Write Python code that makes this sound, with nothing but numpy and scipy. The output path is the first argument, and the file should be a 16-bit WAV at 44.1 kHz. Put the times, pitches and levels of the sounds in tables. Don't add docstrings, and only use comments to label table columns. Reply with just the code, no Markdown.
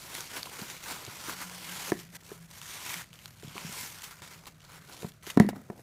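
import sys
import numpy as np
from scipy import signal
from scipy.fft import rfft, irfft
from scipy.io import wavfile
from scipy.ndimage import uniform_filter1d

SR = 44100
rng = np.random.default_rng(int(sys.argv[2]) if len(sys.argv) > 2 else 0)


def boost(x):
    u = np.asarray(x, float) / 20
    return 10 ** u


def persist_wave(psi):
    counts = np.round(np.clip(psi, -1, 1) * 32767).astype(np.int16)
    wavfile.write(sys.argv[1], SR, np.atleast_2d(counts).T)


N = 256826

# peak in seconds, level in dB, rise in s per 10 dB, fall in s per 10 dB, fullness in dB.
DIG_STROKES = [(.0, -53, .05, 0.17, -1), (0.171, -43.5, 0.1, 0.1, -1), (.375, -42.5, 0.09, .06, -3),
               (.455, -49.5, 0, 0.07, -4), (.53, -48.5, 0.04, 0.14, 0.5), (.6, -46, 0.03, 0.12, -3),
               (0.711, -47.5, .08, 0.1, -1), (.91, -42, 0.09, 0.12, 3.5), (1.16, -50, 0.18, 0.16, 0),
               (1.301, -42.5, .12, 0.0569, 3), (1.43, -45, .1, 0.05, 0), (1.55, -50, .2, .2, -3),
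               (1.73, -47, 0.18, 0.14, -2), (1.901, -43, 0.23, 0.0055, -1)]
LIFT_STROKES = [(2.01, -55, 0.7, .05, -12), (2.168, -47.5, 0.03, -0.01, -4), (2.25, -59.5, .03, .1, -7),
                (2.335, -56.5, .08, 0.06, 1), (2.45, -63.5, 0.3, -0.4, 4), (2.59, -52, 0.07, -0.05, -1),
                (2.708, -46.5, 0.0846, 0.15, -3.5), (2.942, -41.5, 0.1864, 0.06, -3),
                (3.02, -45.5, .2, -0.05, 3), (3.14, -61.5, -0.1, 0.2, -4), (3.26, -55, 0.1, -0.4, -12),
                (3.33, -67, 1.2, 0, -9)]
TURN_STROKES = [(3.435, -62, -0.05, 0.14, 7), (3.58, -49.5, 0.08, .3, -1), (3.79, -44.5, 0.22, 0.17, -0.5),
                (3.88, -53, 0.14, 0.04, -3), (4.033, -47, -0.03, .06, 2.5), (4.11, -58.5, -0.2, 0.11, 4),
                (4.22, -51.5, -0.44, 0.13, 0), (4.31, -53, -0.3, 0.1, 1.5), (4.4, -63.5, -1, -0.1, 11),
                (4.47, -48, -0.17, 0.02, 3), (4.6, -79, .1, -0.7, -2), (4.7, -59, .06, 0.17, 1.5),
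                (4.79, -57.5, 0.17, 0, 3.5), (4.93, -55, .12, 0.11, 1), (5.03, -53.5, 0.12, 0.07, -4.5),
                (5.09, -58.5, 0.1, .012, -2)]
SHAKE_STROKES = [(5.23, -57.5, -0.5, 0.15, 5), (5.27, -45.5, -0.02, 0.05, 3),
                 (5.302, -38.5, -0.01, .008, -8.5), (5.333, -50, -0.08, 0, -8),
                 (5.374, -42.5, -0.03, 0.0047, 4), (5.401, -44, -0.0335, 0.0272, -14),
                 (5.49, -44, -0.0059, .012, 3), (5.55, -63, -0.24, 0.07, 5.5), (5.65, -70, -0.8, 0.06, 3),
                 (5.704, -58.5, -0.08, -0.02, -1), (5.801, -68, 0.2, 0.5, -1)]
# time in seconds, brightening by stretch in dB, rub on the box wall in dB.
GRIP = [(0, -0.5, -7.5), (1.0, -5, -5.5), (1.5, -2.5, -9.5), (1.9, 0, -6.5), (2.3, 1, -2), (2.6, -1.5, -25),
        (2.95, -3.5, -12), (3.3, -1, -17), (3.55, -7.5, -4.5), (3.85, 2.5, -20), (4.3, -5, -4),
        (4.7, -6, -2), (5.1, 0, -0.5), (5.33, -3, -5.5), (5.45, -8, 12), (5.82, 5, 13.5)]
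# frequency in Hz, level in dB.
FIZZ_SPECTRUM = [(1500, -7.5), (3000, -1.5), (5000, -3), (7000, -8), (9000, -18.5), (16000, -57)]
SHEEN_SPECTRUM = [(4000, -9), (7000, 0.5), (10000, 2.5), (13000, 2.5), (16000, -5.5)]
BODY_SPECTRUM = [(400, -52), (800, 0.5), (1400, 5), (2500, -6), (4000, -7.5), (8000, -5.5)]
SCRAPE_SPECTRUM = [(120, -14), (250, 6), (500, 5), (800, 0.5), (1500, -33.5)]
# frequency in Hz, width in Hz, level in dB.
BOX_AIR = [(983, 73, 0.5), (2200, 310, -0.5), (5100, 88, -9.5)]
FOLD_HZ, FOLD_HZ_PER_DB = 1500, -40

# start in seconds,
# peak in dB, pitch in Hz.
CREASE_SNAPS = [(0.029, -29, 5300), (.053, -28, 7500), (.1186, -31, 4400), (.1506, -9, 10100),
                (0.2065, -14.5, 6200), (0.315, -38, 1720), (0.4303, -15.5, 4600), (.4574, -27.5, 2720),
                (.6155, -21.5, 4560), (.7003, -18.5, 6400), (.766, -32, 2240), (0.8585, -38, 1510),
                (1.05, -17, 6730), (1.065, -25.5, 3720), (1.0984, -36, 2200), (1.2027, -28, 4710),
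                (1.3673, -30, 2150), (1.497, -30.5, 2200), (1.724, -32, 1610), (1.7985, -32, 2480),
                (1.9704, -41, 1827), (2.0901, -43, 2500), (2.16, -30, 5980), (2.2074, -45, 2510),
              (2.2348, -32, 7260), (2.3156, -37.5, 1700), (2.6155, -23.5, 3200), (2.6569, -33, 1780),
              (2.7392, -30, 2720), (2.8993, -25, 5615), (2.9412, -18, 2100), (3.0425, -36, 2080),
              (3.1053, -48, 2350), (3.1303, -32, 2940), (3.1567, -41, 3170), (3.1901, -36, 2900),
              (3.2575, -22.5, 4320), (3.4246, -39, 1550), (3.472, -37, 3700),
                (3.6267, -45, 1940), (3.699, -29, 3957), (3.7918, -27, 7400), (3.9943, -35, 3385),
              (4.0213, -20, 7050), (4.2203, -33.5, 1720), (4.4566, -30.5, 4000), (4.468, -31, 4500),
              (4.7092, -42, 1630), (4.9246, -28.5, 4540), (5.003, -33, 3600), (5.0235, -26.5, 3860),
              (5.1195, -36, 3420), (5.226, -42, 2040), (5.2664, -31.5, 1690), (5.3728, -30, 1550),
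              (5.465, -39, 1830), (5.564, -48, 1740), (5.657, -50, 6500), (5.7005, -42, 1660),
              (5.7783, -55, 4240), (5.7954, -43.5, 1800)]
# start in seconds, peak in dB, pitch in Hz.
FLAP_CLICKS = [
    (1.919, -14.5, 1720),
    (3.5797, -22.5, 2400),
    (5.2999, -25, 1920),
    (5.3989, -6.5, 1855),
    (5.488, -28, 1860),
]
CRACK_DB, CRACK_DB_PER_OCT, FLAP_CRACK_DB = 2, -6.0, -2.5
# frequency in Hz, level in dB, t60 in seconds.
FLAP_RING = (1940, -39.5, 0.51)

# start in seconds, peak in dB,
# struck panel in Hz, hard upper modes in dB.
BUMPS = [(.183, -39, 511, -7), (0.47, -34, 990, -22), (.594, -37.5, 388, -15), (.618, -30.5, 195, -30),
         (1.078, -34.5, 124, -2), (1.284, -30.5, 324, -18), (2.165, -50, 790, -22), (3.256, -45, 110, -22),
         (3.432, -39.5, 420, -4), (3.446, -32.5, 149, -19), (3.476, -32.5, 148.8, -29),
         (3.555, -39, 371, -6), (3.5653, -29.5, 1110, -13), (3.58, -31.5, 980, -29),
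         (3.648, -29.5, 170, -20), (3.669, -38, 178, -16), (3.694, -33.5, 179, -11), (3.831, -42, 212, -16),
         (4.219, -42.5, 126, -3), (5.0306, -33.5, 440, -2.5), (5.272, -42.5, 392, 4.5),
         (5.366, -21.5, 110, -31), (5.4463, -23.5, 328, -11), (5.488, -36, 880, -5), (5.531, -39, 629, 3),
         (5.566, -32, 259, -15)]
# start in seconds, peak in dB,
# struck panel in Hz, hard upper modes in dB, t60 in seconds.
KNOCKS = [
    (1.9204, -18, 348, .5, 0.036),
    (2.317, -32.5, 408, -9, 0.039),
    (5.046, -23.5, 171.6, -6.5, 0.044),
    (5.374, -3.5, 261, -9, 0.036),
    (5.401, -2.5, 204.4, -7, 0.053),
    (5.7007, -27, 213, -1, 0.02),
]
# frequency in Hz, level in dB, t60 in seconds.
CARD_MODES = [(378, 4.5, 0.023), (572, -2, 0.02), (689, -6, 0.026), (917, -4.5, 0.018),
              (1270, -19.5, 0.033), (1780, -11, 0.017), (2175, -23, 0.027)]
# frequency in Hz, t60 in seconds.
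TABLE_TOP = (211, 0.082)
# frequency in Hz, level relative to the table-top mode in dB, t60 in seconds.
LEG_THUD = (63, -15, 0.062)
PANEL_T60_S, PANEL_T60_FALL = 0.037, 0.59
TOP_DB, TOP_PER_HARD = -8, .45

# peak in seconds, level in dB, swell in s per 10 dB,
# frequency in Hz.
RUBS = [(1.24, -57, 0, 181), (1.48, -48, 0.11, 179), (1.72, -51, 0.14, 182), (1.93, -45, 0.0447, 178),
        (2.1, -51, 0.1, 168.6), (2.42, -54.5, 0.1, 165.6), (2.62, -58, -0.1, 166), (2.97, -43, 0.02, 168),
        (3.16, -51.5, 0, 166), (3.39, -53.5, -0.03, 165), (3.49, -60, -0.05, 159), (3.67, -42, 0.02, 172),
        (3.84, -60, -0.14, 178), (4.27, -61.5, .1, 178), (4.399, -54, .03, 164), (4.54, -55, 0, 165),
        (4.7, -64, .07, 161), (4.86, -69, 0.2, 165)]
# time in seconds, frequency in Hz, level in dB.
ROCKING = [
    (5.42, 197.8, -9.5),
    (5.425, 200, -37),
    (5.477, 203.8, -24.5),
    (5.502, 198.6, -70),
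    (5.536, 198.3, -37),
    (5.66, 200, -78),
]

# frequency in Hz, t60 in seconds.
ROOM_DECAY = [(100, 0.63), (400, 0.19), (2000, 0.25), (8000, 0.19), (16000, 0.4)]
# frequency in Hz, level in dB per Hz.
AIR_SPECTRUM = [(12, -46), (20, -12.5), (163, 2), (270, -17), (446, -19), (698, -17.5), (802, -36),
                (1330, -18), (3440, -34), (6540, -31), (13500, -44), (14700, -32), (16000, -61)]
AIR_DB = -58
# lower edge in Hz, upper edge in Hz.
MIC_HZ = (110, 15550)


def evened(x):
    return x / np.sqrt(np.mean(x ** 2) + 1e-20)


def read(points, hz):
    f, value = np.transpose(points)
    return np.interp(np.log(hz + 1), np.log(f + 1), value)


def add(mix, s, sound):
    part = mix[round(s * SR):][:len(sound)]
    part += sound[:len(part)]


def colour(x, points, lift_db=0):
    hz = np.fft.rfftfreq(len(x), 1 / SR)
    gain = boost(read(points, hz) + lift_db)
    return evened(irfft(rfft(x) * gain, len(x)))


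def wander(seconds):
    size = max(int(seconds * SR), 2)
    once = uniform_filter1d(rng.standard_normal(N), size)
    return evened(uniform_filter1d(once, size))


def swell(s, db, rise, fall):
    t = np.arange(N) / SR - s
    steps_down = np.where(t < 0, -t / max(rise, .002), t / max(fall, .002))
    return boost(db - 10 * steps_down) ** 2


def resonate(x, hz, width):
    turn = np.exp(2j * np.pi * np.cumsum(hz) / SR)
    r = np.exp(-np.pi * width / SR)
    return 2 * (turn * signal.lfilter([1 - r], [1, -r], x / turn)).real


def crumple(per_s, spread_db, clump_db, smooth):
    clumps = boost(clump_db * wander(0.021))
    strength = boost(spread_db * np.minimum(rng.exponential(1, N), 5))
    buckles = strength * (rng.random(N) < per_s / SR)
    burst = np.sqrt(signal.lfilter([1], [1, -np.exp(-1 / (0.002 * SR))], buckles ** 2))
    envelope = (smooth + evened(burst)) / np.sqrt(smooth ** 2 + smooth + 1)
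    return rng.standard_normal(N) * clumps * envelope


def patchy(x, patchy_db):
    z = signal.stft(x, nperseg=256)[2]
    field = uniform_filter1d(rng.standard_normal(z.shape), size=4, axis=0)
    field = uniform_filter1d(field, size=30, axis=1)
    return signal.istft(z * boost(patchy_db * evened(field)), nperseg=256)[1][:N]


def paper():
    power, full = 1e-9, 0
    for s, db, rise, fall, full_db in DIG_STROKES + LIFT_STROKES + TURN_STROKES + SHAKE_STROKES:
        push = swell(s, db, rise, fall)
        power = power + push
        full = full + full_db * push
    level_db, body_db = 10 * np.log10(power), full / power
    s, *grip = np.transpose(GRIP)
    bright_db, scrape_db = (np.interp(np.arange(N) / SR, s, column) for column in grip)
    fold_hz = FOLD_HZ + FOLD_HZ_PER_DB * body_db
    blur = np.clip((level_db + 65) / 11, .2, 1.5)

    hz = np.fft.rfftfreq(N, 1 / SR)
    hollow_db = sum((5.5 + db) / (1 + ((hz - f) / w) ** 2) for f, w, db in BOX_AIR)
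    fine = crumple(350, 3.34, 0.5, blur)
    coarse = crumple(250, 3.3, 1.9, blur)
    body = colour(coarse, BODY_SPECTRUM, hollow_db)
    body = evened(body + 0.74 * resonate(body, fold_hz, 440))

    mix = colour(fine, FIZZ_SPECTRUM, hollow_db)
    mix += boost(bright_db - 0.8) * colour(fine, SHEEN_SPECTRUM)
    mix += boost(body_db - 1.1) * body
    mix += boost(scrape_db - 2.5) * colour(coarse, SCRAPE_SPECTRUM)
    return boost(level_db - 0.5) * patchy(mix, 1.49)


def snaps():
    out, t = np.zeros(N), np.arange(400) / SR
    rows = []
    for s, db, hz in CREASE_SNAPS:
        rows.append((s, db, hz, CRACK_DB + CRACK_DB_PER_OCT * np.log2(hz / 3000)))
    rows += [(*flap, FLAP_CRACK_DB) for flap in FLAP_CLICKS]
    noise = signal.lfilter(*signal.butter(1, 5500, fs=SR), rng.standard_normal((len(rows), 400)))
    onset = 1 - np.exp(-t / 0.00044)
    for (s, db, hz, crack_db), hiss in zip(rows, noise):
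        ring = np.sin(2 * np.pi * hz * t) * np.exp(-t * hz / 1.88)
        crack = boost(crack_db) * hiss * 0.74 * np.exp(-t / 0.001)
        add(out, s, boost(db + 1.5) * (ring + crack) * onset)
    return signal.lfilter(*signal.butter(2, 1100, "high", fs=SR), out)


def flaps():
    t, out = np.arange(SR // 2) / SR, np.zeros(N)
    hz, ring_db, t60 = FLAP_RING
    buzz = evened(resonate(rng.standard_normal(len(t)), hz + 0 * t, 180))
    buzz = buzz * boost(ring_db - 60 * t / t60)
    for s, db, _ in FLAP_CLICKS:
        add(out, s, boost(db) * buzz)
    return out


def bumps():
    out, t = np.zeros(N), np.arange(12000) / SR
    card = sum(np.sin(2 * np.pi * f * t) * boost(d - 60 * t / t60) for f, d, t60 in CARD_MODES)
    top = np.sin(2 * np.pi * TABLE_TOP[0] * t) * boost(-60 * t / TABLE_TOP[1])
    thud_hz, thud_db, thud_t60 = LEG_THUD
    thud = np.sin(2 * np.pi * thud_hz * t) * boost(thud_db - 60 * t / thud_t60)
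    onset = 1 - np.exp(-t / 0.0006)
    light = [(*row, PANEL_T60_S * (300 / row[2]) ** PANEL_T60_FALL) for row in BUMPS]
    for s, db, hz, hard_db, t60 in light + KNOCKS:
        panel = np.sin(2 * np.pi * hz * t) * boost(-60 * t / max(t60, .01))
        below = boost(TOP_DB + TOP_PER_HARD * hard_db) * (top + thud)
        add(out, s, -boost(db) * (panel + boost(hard_db) * card + below) * onset)
    return out


def table():
    t, out = np.arange(N) / SR, 0
    rub_s, _, _, rub_hz = np.transpose(RUBS)
    rock_s, rock_hz, rock_db = np.transpose(ROCKING)
    rubbed = np.sqrt(sum(swell(s, db, span, span) for s, db, span, _ in RUBS))
    rocked = boost(np.interp(t, rock_s, rock_db, -120, -120))
    for s, hz, drive in ((rub_s, rub_hz, rubbed), (rock_s, rock_hz, rocked)):
        turns = np.cumsum(np.interp(t, s, hz) * (1 + 0.013 * wander(0.013))) / SR
        level = uniform_filter1d(drive * boost(2.2 * wander(0.033)), size=150)
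        out = out + np.sqrt(2) * level * np.sin(2 * np.pi * turns)
    return out


def room(x):
    taps = np.zeros(SR // 2)
    at = np.arange(200, SR // 2 - 20, 20)
    taps[at + rng.integers(0, 20, len(at))] = rng.choice([-1., 1.], len(at))
    hz, t, z = signal.stft(taps, SR, nperseg=256)
    t60 = np.maximum(read(ROOM_DECAY, hz), .03)[:, None]
    tail = signal.istft(z * boost(-60 * t / t60), SR, nperseg=256)[1]
    return signal.fftconvolve(x, tail / np.linalg.norm(tail))[:N]


def air():
    return boost(AIR_DB + 0.7 * wander(0.054)) * colour(rng.standard_normal(N), AIR_SPECTRUM)


def scene():
    hits, ticks = bumps(), snaps()
    direct = paper() + hits + ticks + flaps() + table()
    return (direct + boost(-13.5) * room(hits) + boost(-14.0) * room(ticks))[None]


def band_limit(x):
    return signal.sosfilt(signal.butter(12, 16370, fs=SR, output="sos"), x)


def record(dry):
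    x = signal.lfilter(*signal.butter(2, MIC_HZ[0], "high", fs=SR), dry) + air()
    lowpass = signal.firwin(201, MIC_HZ[1], window=("kaiser", 5), fs=SR)
    x = signal.oaconvolve(x, lowpass[None], "same")
    return band_limit(x)


dry = scene()
out = record(dry)
persist_wave(out)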